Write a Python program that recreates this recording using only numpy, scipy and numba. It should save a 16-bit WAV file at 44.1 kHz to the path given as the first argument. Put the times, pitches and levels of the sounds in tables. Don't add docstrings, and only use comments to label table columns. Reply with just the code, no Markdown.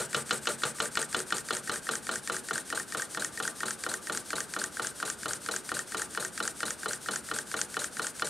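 import sys
import numpy as np
from scipy import signal
from scipy.fft import rfft, irfft
from scipy.io import wavfile
from scipy.ndimage import uniform_filter1d
from numba import njit

SR = 44100
rng = np.random.default_rng(int(sys.argv[2]) if len(sys.argv) > 2 else 0)


def pcm_store(signal):
    levels = np.round(np.clip(np.atleast_2d(signal), -1, 1) * 32767)
    wavfile.write(sys.argv[1], SR, levels.astype(np.int16).T)


def level_to_linear(level):
    exponent = np.asarray(level, float) / 20
    return 10 ** exponent


N = 365588


def level(x, db):
    return x * level_to_linear(db) / np.sqrt(np.mean(x ** 2))


def colour(x, points, share=1):
    hz, db = np.transpose(points)
    bins = np.fft.rfftfreq(x.shape[-1], 1 / SR) + 1
    gain = level_to_linear(share * np.interp(np.log(bins), np.log(hz), db))
    return irfft(rfft(x) * gain, x.shape[-1])


@njit
def svf(x, hz, width):
    y, b, l = np.empty(len(x)), 0., 0.
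    for i in range(len(x)):
        g, k = np.tan(np.pi * hz[i] / SR), width / hz[i]
        v = (b + g * (x[i] - l)) / (1 + g * (g + k))
        b, l, y[i] = 2 * v - b, l + 2 * g * v, k * v
    return y


def flutter(rate_hz, spread_db):
    k = int(SR / rate_hz)
    steps = np.repeat(rng.standard_normal(N // k + 1), k)
    return level_to_linear(spread_db * uniform_filter1d(steps, k)[:N])


def strike(times, peak_db, hz, t60, db, scatter_db, rise_s, size, order=0):
    t = np.arange(size) / SR
    bank = np.sin(2 * np.pi * np.outer(hz, t)) * np.exp(-np.log(1000) * np.outer(1 / np.asarray(t60), t))
    bank *= (1 - np.exp(-t / rise_s)) ** 2
    swing = (-1.) ** (order * np.arange(len(hz)))
    mode_gain = level_to_linear(db + scatter_db * rng.standard_normal((len(times), len(hz))))
    rings = (swing * mode_gain) @ bank
    out = np.zeros(N + SR + size)
    for s, top_db, ring in zip(times, peak_db, rings):
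        i = int((s + 1) * SR)
        out[i:i + size] += ring * level_to_linear(top_db) / np.abs(ring).max()
    return out[SR:SR + N]


def passes(turn, place):
    return np.flatnonzero(np.diff((turn - place) // 1)) / SR


def at(curve, s):
    return curve[(np.maximum(s, 0) * SR).astype(int)]


def control(table):
    return np.interp(np.arange(N) / SR, *np.transpose(table))


# frequency in Hz, level in dB per Hz.
SHOP = [(20, -16), (60, -11.5), (214, 1.5), (466, -4.5), (936, -8.5), (1550, -8.5), (2000, -18),
        (3000, -18), (9000, -46), (12500, -46), (15700, -48)]
SHOP_DB = -51
HUM_HZ, HUM_WIDTH_HZ, HUM_DB = 68.4, 13, -68


def workshop():
    mid, side = rng.standard_normal((2, N))
    hush = level(colour(np.array([mid + 0.5 * side, mid - 0.49 * side]), SHOP), SHOP_DB)
    centre = np.full(N, 1. * HUM_HZ)
    hum = [level(svf(n, centre, 1. * HUM_WIDTH_HZ), HUM_DB) for n in (mid + 0.92 * side, mid - 0.97 * side)]
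    return hush + hum


# time in seconds, speed in turns per second.
SPEED = [
    (0, 6.1433),
    (.5, 6.1503),
    (1.2, 5.6527),
    (2, 4.9515),
    (2.8, 4.5146),
    (3.5, 4.3253),
    (4.2, 4.2745),
    (5, 4.3321),
    (6, 4.3765),
    (8.29, 4.4141),
]
START_TURN, IDLE_TURNS_S = .1033, 4.35


def crank():
    speed = control(SPEED)
    return START_TURN + np.cumsum(speed) / SR, speed - IDLE_TURNS_S


# time in seconds, force in dB.
BLOW = [(0, -28), (.12, -16.5), (1.15, -16.5), (1.4, -17.5), (2.1, -19), (2.95, -21), (4.2, -20.5),
        (5, -20), (5.35, -19.5), (5.75, -20.5), (6.2, -19), (7.2, -19), (8, -19), (8.25, -17)]


def blow_db(s):
    return at(control(BLOW), s)


# frequency in Hz, T60 in seconds, level in dB from the knock, in dB from the exhaust jolt.
BENCH = [(141.2, 0.17, -33, -2.5), (198, 0.19, -6, -14), (229.3, 0.16, -17, -1.5), (314, 0.15, 3.5, -41),
         (369.5, 0.26, -1.5, -3.5), (449.3, 0.12, 5, 0.5), (489.3, 0.046, 11, 11.5), (590, 0.15, -9, 1.5),
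         (654.5, 0.14, 1.5, -4), (764, 0.072, 8, -3), (846, 0.19, -3, -14.5), (876, 0.03, 8, 6.5),
         (1064, 0.11, 2, -43)]
# frequency in Hz, T60 in seconds, level in dB struck by crank pin, cylinder, rod, pivot.
FRAME = [(1188, 0.14, -14.5, -27, -22.5, -19), (1283.5, 0.019, 4.5, -29, -14, -32.5),
         (1392, 0.029, 5.5, 0.5, -24, -5), (1460, 0.014, 3.5, 15, 3.5, 11),
         (1553, 0.024, -54, 11.5, -2.5, 8), (1839, 0.053, -10, 6, -56, 1),
         (2273, 0.012, -9.5, -33, -23, -39)]
# frequency in Hz, T60 in seconds, level in dB.
PIN_RING = [(2260, 0.036, -15), (2860, 0.03, -39), (3010, 0.063, -4.5), (3230, 0.013, -2), (3453, 0.016, 3),
            (3820, 0.0058, 2), (4123, 0.029, -0.5), (4820, 0.0096, -5), (5080, 0.014, -3)]
BLOW_SCATTER_DB = .5
RATTLE_DB, RATTLE_PER_BLOW, RATTLE_SCATTER_DB = -31.5, 2.26, 1


def crank_pin_knock(turn):
    s = np.r_[-START_TURN / SPEED[0][1], passes(turn, 0)]
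    chance = rng.standard_normal((2, len(s)))
    force_db = blow_db(s)
    frame_db = force_db + BLOW_SCATTER_DB * chance[0]
    rattle_db = RATTLE_DB + RATTLE_PER_BLOW * (force_db + 20) + RATTLE_SCATTER_DB * chance[1]
    frame, bench = np.transpose(FRAME), np.transpose(BENCH)
    out = strike(s, frame_db, *frame[:3], scatter_db=.6, rise_s=.001, size=6000)
    bench_db = -31.0 + 0.17 * (frame_db + 21)
    out += strike(s, bench_db, *bench[:3], scatter_db=1.7, rise_s=0.0042, size=16000, order=1)
    out += strike(s, rattle_db, *np.transpose(PIN_RING), scatter_db=0.5, rise_s=0.0002, size=3000)
    crack_hz = 2100 + 450 * np.arange(12)
    crack_db = -4 * np.log2(crack_hz / 3000)
    return out + strike(s, rattle_db - 4.0, crack_hz, np.full(12, .008), crack_db,
                        scatter_db=-4, rise_s=.0001, size=1000, order=1)


AFTER_DB, AFTER_DB_PER_SPEED = -16, 10


def pin_chatter_and_jolt(turn, fast):
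    after_db = AFTER_DB + AFTER_DB_PER_SPEED * fast
    chatter = colour(rng.standard_normal(N), [(300, -51), (900, 9), (1400, -20), (2300, 4), (3500, 11.5),
                                              (5000, 1.5), (7000, 3.0), (10000, -9), (14000, -55)])
    fade = uniform_filter1d(np.exp(-(turn % 1) / 0.05), size=16)
    s = passes(turn, 0.17)
    hz, t60, db = np.transpose(FRAME)[:3]
    ring = strike(s, -31.5 + at(after_db, s), hz, t60, db - 6 * np.log2(hz / 1300),
                  scatter_db=-4.0, rise_s=0.0022, size=6000)
    return ring + level(chatter, -27.5) * level_to_linear(after_db) * fade


RUMBLE_DB_PER_SPEED = 5.5


def bench_rumble(turn, fast):
    bench, rumble_db = np.transpose(BENCH), RUMBLE_DB_PER_SPEED * fast
    s = np.r_[0, passes(turn, .09)]
    out = strike(s, -38 + 0.63 * at(rumble_db, s), bench[0], bench[1], bench[3],
                 scatter_db=2.5, rise_s=0.0053, size=16000, order=1)
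    s = passes(turn, .4)
    return out + strike(s, -52.5 + 0.99 * at(rumble_db, s), *bench[:2, [0, 2]], np.zeros(2),
                        scatter_db=-0.3, rise_s=0.0037, size=16000, order=1)


EXHAUST, INLET = (.09, .107, .47, .58), (.62, .7, 1.005, 1.035)
LEAK_DB_PER_SPEED = -1.5


def ports(turn, fast, shut_db, *open_db):
    places = EXHAUST + INLET
    shut = np.interp(turn, places, (1, 0, 0, 1, 1, 0, 0, 1), period=1)
    levels = (shut_db, *open_db[:2], shut_db, shut_db, *open_db[2:], shut_db)
    return np.interp(turn, places, levels, period=1) + LEAK_DB_PER_SPEED * fast * shut


PUFF_ENDS, PUFF_GONE, PUFF_DB, PUFF_SHUT_DB = 0.16, .2, -41, -71


def puffing(turn):
    return np.interp(turn % 1, (*EXHAUST[:2], PUFF_ENDS, PUFF_GONE), (0, 1, 1, 0))


def exhaust_puff(turn):
    noise = rng.standard_normal((2, N))
    hz = 3850 + 7000 * np.clip(turn % 1 - .1, 0, .09)
    whistle = level(svf(noise[0], hz, 370.0), 0) + level(svf(noise[1], 1.78 * hz, 1300.0), 0.94)
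    return whistle * level_to_linear(PUFF_SHUT_DB + (PUFF_DB - PUFF_SHUT_DB) * puffing(turn))


# frequency in Hz, level in dB per Hz.
JET = [(300, -47), (900, -31), (1500, -6), (2400, -14.5), (3300, -9.5), (5200, -7.5), (7000, -6.5),
       (9500, -7.5), (12500, -15.5), (15700, -26)]
BROAD_DB, WHISTLE_DB = (-57.5, -38, -46, -48, -43), (-62, -40, -43, -49, -46.5)
JET_YIELDS_DB = -9
WHISTLE_HZ, WHISTLE_HZ_PER_SPEED, WHISTLE_DB_PER_SPEED = 8900, -230, 1.3


def port_jets(turn, fast):
    noise = rng.standard_normal((2, N))
    broad_db = ports(turn, fast, *BROAD_DB) + JET_YIELDS_DB * puffing(turn)
    whistle_db = ports(turn, fast, *WHISTLE_DB) + WHISTLE_DB_PER_SPEED * fast
    hz = WHISTLE_HZ + WHISTLE_HZ_PER_SPEED * fast
    whistle = svf(svf(noise[1], hz, 3000.0), hz, 3000.0)
    return level(colour(noise[0], JET), 0) * level_to_linear(broad_db) + level(whistle, 0) * level_to_linear(whistle_db)


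SLIDE_DB = (-55, -40, -53, -60, -65.5)
SCRAPE_DB, SCRAPE_TURNS = -35, 0.033


def piston_slide(turn, fast):
    scrape_db = SCRAPE_DB - 20 / np.log(10) * (turn % 1) / SCRAPE_TURNS
    slide_db = np.maximum(ports(turn, fast, *SLIDE_DB), scrape_db)
    noise = rng.standard_normal(N)
    body = [(hz, 4 / t60, db - 3.5) for hz, t60, _, db in BENCH]
    body += [(m[0], 3 / m[1], m[2] - 1.5) for m in FRAME]
    slide = sum(level_to_linear(db) * level(svf(noise, np.full(N, 1. * hz), 1. * width), 0) for hz, width, db in body)
    gain = level_to_linear(slide_db + 0.67 * RUMBLE_DB_PER_SPEED * fast)
    return level(slide, 0) * gain * flutter(rate_hz=43, spread_db=0.0)


# time in seconds, change in dB.
PIVOT_ACCENTS = [
    (1.38, 4),
    (1.57, 3),
    (1.76, -2),
    (1.95, 1),
    (5.56, 1.5),
    (7.61, 2.5),
    (7.84, 4),
    (8.07, 2),
]


def accents(s):
    when, db = np.transpose(PIVOT_ACCENTS)
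    return (np.abs(s[:, None] - when) < .05) @ db


# frequency in Hz, T60 in seconds, level in dB for cylinder, rod, pivot.
TICK_RING = [(2280, 0.0069, -3.5, -17, -13), (3090, 0.0049, -6.5, 1, -7), (4740, 0.004, 3, 7, -3.5),
             (5844, 0.016, -16.5, -32, -14.5), (6830, 0.0067, -7.5, 0, -0.5), (7400, 0.004, 5.5, -6, 7.5),
             (8740, 0.0054, -2, 9, -6.5)]
# place in turns after the knock, shift in turns per squared turn/s above idle,
# first contact in seconds.
TAP_PLACES = [
    (.8865, .006, 0),
    (.2165, .02, .95),
    (.323, -.004, .8),
]
# level in dB at idle, dB per turn/s above idle, dB per dB of blow, scatter in dB.
TAP_RINGS = [
    (-29, -1.8, -0.05, 1.3),
    (-24, -2.5, -1.15, 1.2),
    (-27, -3, 0.2, 1.9),
]
# level in dB at idle, dB per turn/s above idle, dB per dB of blow, scatter in dB.
TAP_TICKS = [
    (-24, -0.2, -0.3, 2.9),
    (-24, 2.5, 0.4, 1.75),
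    (-18.5, -3, 0.2, 1.7),
]
# time in seconds, change in dB.
SEAT = [(0, 2.5), (2, 3), (2.45, 4), (3.45, 5), (3.65, -1.5), (4.3, 3.5), (4.8, -5), (5.4, -3), (5.8, 1.5),
        (7, -1), (7.6, 0.5), (8.29, 3)]
UPPER_FRAME_HZ = 1700
# cylinder, rod, pivot; the last is dB of ring per dB of seat
TAP_WANDER_TURNS, RING_LAG_S, RING_PER_SEAT = (.002, .002, .004), (0, .0012, 0), (0.25, .01, 0.46)


def taps(turn, fast):
    frame, tick, bench = np.transpose(FRAME), np.transpose(TICK_RING), np.transpose(BENCH)
    out = np.zeros(N)
    for k, (place, shift, first_s) in enumerate(TAP_PLACES):
        s = passes(turn, place + shift * fast ** 2)
        s = s[s > first_s]
        s = s + TAP_WANDER_TURNS[k] * rng.standard_normal(len(s)) / IDLE_TURNS_S

        def force(db, per_speed, per_blow, scatter_db):
            chance = rng.standard_normal(len(s))
            return db + per_speed * at(fast, s) + per_blow * (blow_db(s) + 20.5) + scatter_db * chance

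        seat_db = at(control(SEAT), s)
        frame_db = force(*TAP_RINGS[k]) + RING_PER_SEAT[k] * seat_db
        tick_db = force(*TAP_TICKS[k]) + (k == 2) * accents(s)
        mix_db = frame[3 + k] + np.outer(seat_db, frame[0] > UPPER_FRAME_HZ)
        bounce = s + 0.000791 + 0.0028 * rng.random(len(s))
        out += strike(s + RING_LAG_S[k], frame_db, *frame[:2], mix_db, scatter_db=1.5, rise_s=0.00094, size=6000)
        out += strike(bounce, frame_db - 9.0, *frame[:2], mix_db, scatter_db=-2, rise_s=0.00063, size=6000)
        out += strike(s, frame_db - 18.0, *bench[:3], scatter_db=1.0, rise_s=0.0086, size=16000, order=1)
        out += strike(s, tick_db, tick[0], 0.74 * tick[1], tick[2 + k],
                      scatter_db=1.0, rise_s=0.00051, size=1500)
        out += strike(bounce, tick_db - 10.5, *tick[:2], tick[2 + k],
                      scatter_db=1.0, rise_s=0.00042, size=1500)
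    return out


def port_face_ticks(turn, fast):
    frame, tick = np.transpose(FRAME), np.transpose(TICK_RING)
    out = np.zeros(N)
    for place, tick_db in ((.15, -42), (.42, -46), (.5, -44.5), (.555, -50), (.69, -45.5)):
        s = passes(turn, place)
        out += strike(s, tick_db + 0 * s, *frame[:2], frame[4], scatter_db=5.5, rise_s=0.0019, size=6000)
    s = passes(turn, 0.44)
    click_hz = np.array([9700, 11500, 13000, 14500])
    out += strike(s, -47 - 12 * np.abs(at(fast, s) - 1.05), click_hz, np.full(4, .003), np.zeros(4),
                  scatter_db=8, rise_s=.0001, size=400)
    s = passes(turn, .148)
    spit_db = -33 + 3 * rng.standard_normal(len(s))
    return out + strike(s, spit_db, *tick[:3], scatter_db=23, rise_s=0.00017, size=1500)


ROOM_DB, ROOM_T60_S, ROOM_TREBLE_T60_S = -13, 0.14, 0.18


def walls(engine):
    t = np.arange(SR // 2) / SR
    noise = rng.standard_normal((3, 2, len(t)))

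    def fade(t60, wait_s):
        return np.exp(-np.log(1000) * t / t60) * (t > wait_s)

    low = colour(noise[0] * fade(ROOM_T60_S, 0.0028),
                 [(100, 10.0), (600, 8.0), (1400, 3.5), (2300, -20.0), (4500, 5.0), (9000, -25)])
    high = colour(noise[1] * fade(ROOM_TREBLE_T60_S, 0.0068),
                  [(1500, -24), (4500, -24.0), (9000, 7.5), (15000, -3)])
    near = colour(noise[2, 0] * fade(0.031, .001), [(800, -16), (1500, -8), (2200, 13), (4000, 10.0),
                                                    (8500, 11.5), (12000, 20), (15000, 12.5)])
    tail = low + high + np.array([near, -near])
    tail *= level_to_linear(ROOM_DB) / np.sqrt(np.sum(tail ** 2, axis=1, keepdims=True))
    return signal.fftconvolve(engine[None], tail, axes=1)[:, :N]


# frequency in Hz, left minus right in dB.
LEFT_LEAN = [(60, 1.0), (110, 1.0), (200, 1.0), (380, 1.5), (700, 2.0), (1290, 1.0), (2380, 0.5),
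             (4400, 0.5), (8120, 2.0), (15000, 2.5)]


def scene():
    turn, fast = crank()
    engine = crank_pin_knock(turn) + pin_chatter_and_jolt(turn, fast) + bench_rumble(turn, fast)
    air = exhaust_puff(turn) + port_jets(turn, fast)
    engine += air * flutter(rate_hz=250, spread_db=1.0) + piston_slide(turn, fast)
    engine += taps(turn, fast) + port_face_ticks(turn, fast)
    direct = np.array([colour(engine, LEFT_LEAN, 1 / 2), colour(engine, LEFT_LEAN, -1 / 2)])
    return workshop() + direct + walls(engine)


def band_limit(x):
    return signal.sosfilt(signal.butter(12, 15780, fs=SR, output="sos"), x)


# frequency in Hz, gain in dB.
MICROPHONE = [(20, -7), (60, -1), (120, 0.5), (12000, -0.5), (15000, -4), (16500, -8)]
TOP_HZ = 15750


def record(dry):
    top_cut = signal.ellip(10, .2, 70, TOP_HZ, fs=SR, output="sos")
    mix = signal.sosfilt(top_cut, colour(dry, MICROPHONE))
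    return band_limit(mix)


dry = scene()
out = record(dry)
pcm_store(out)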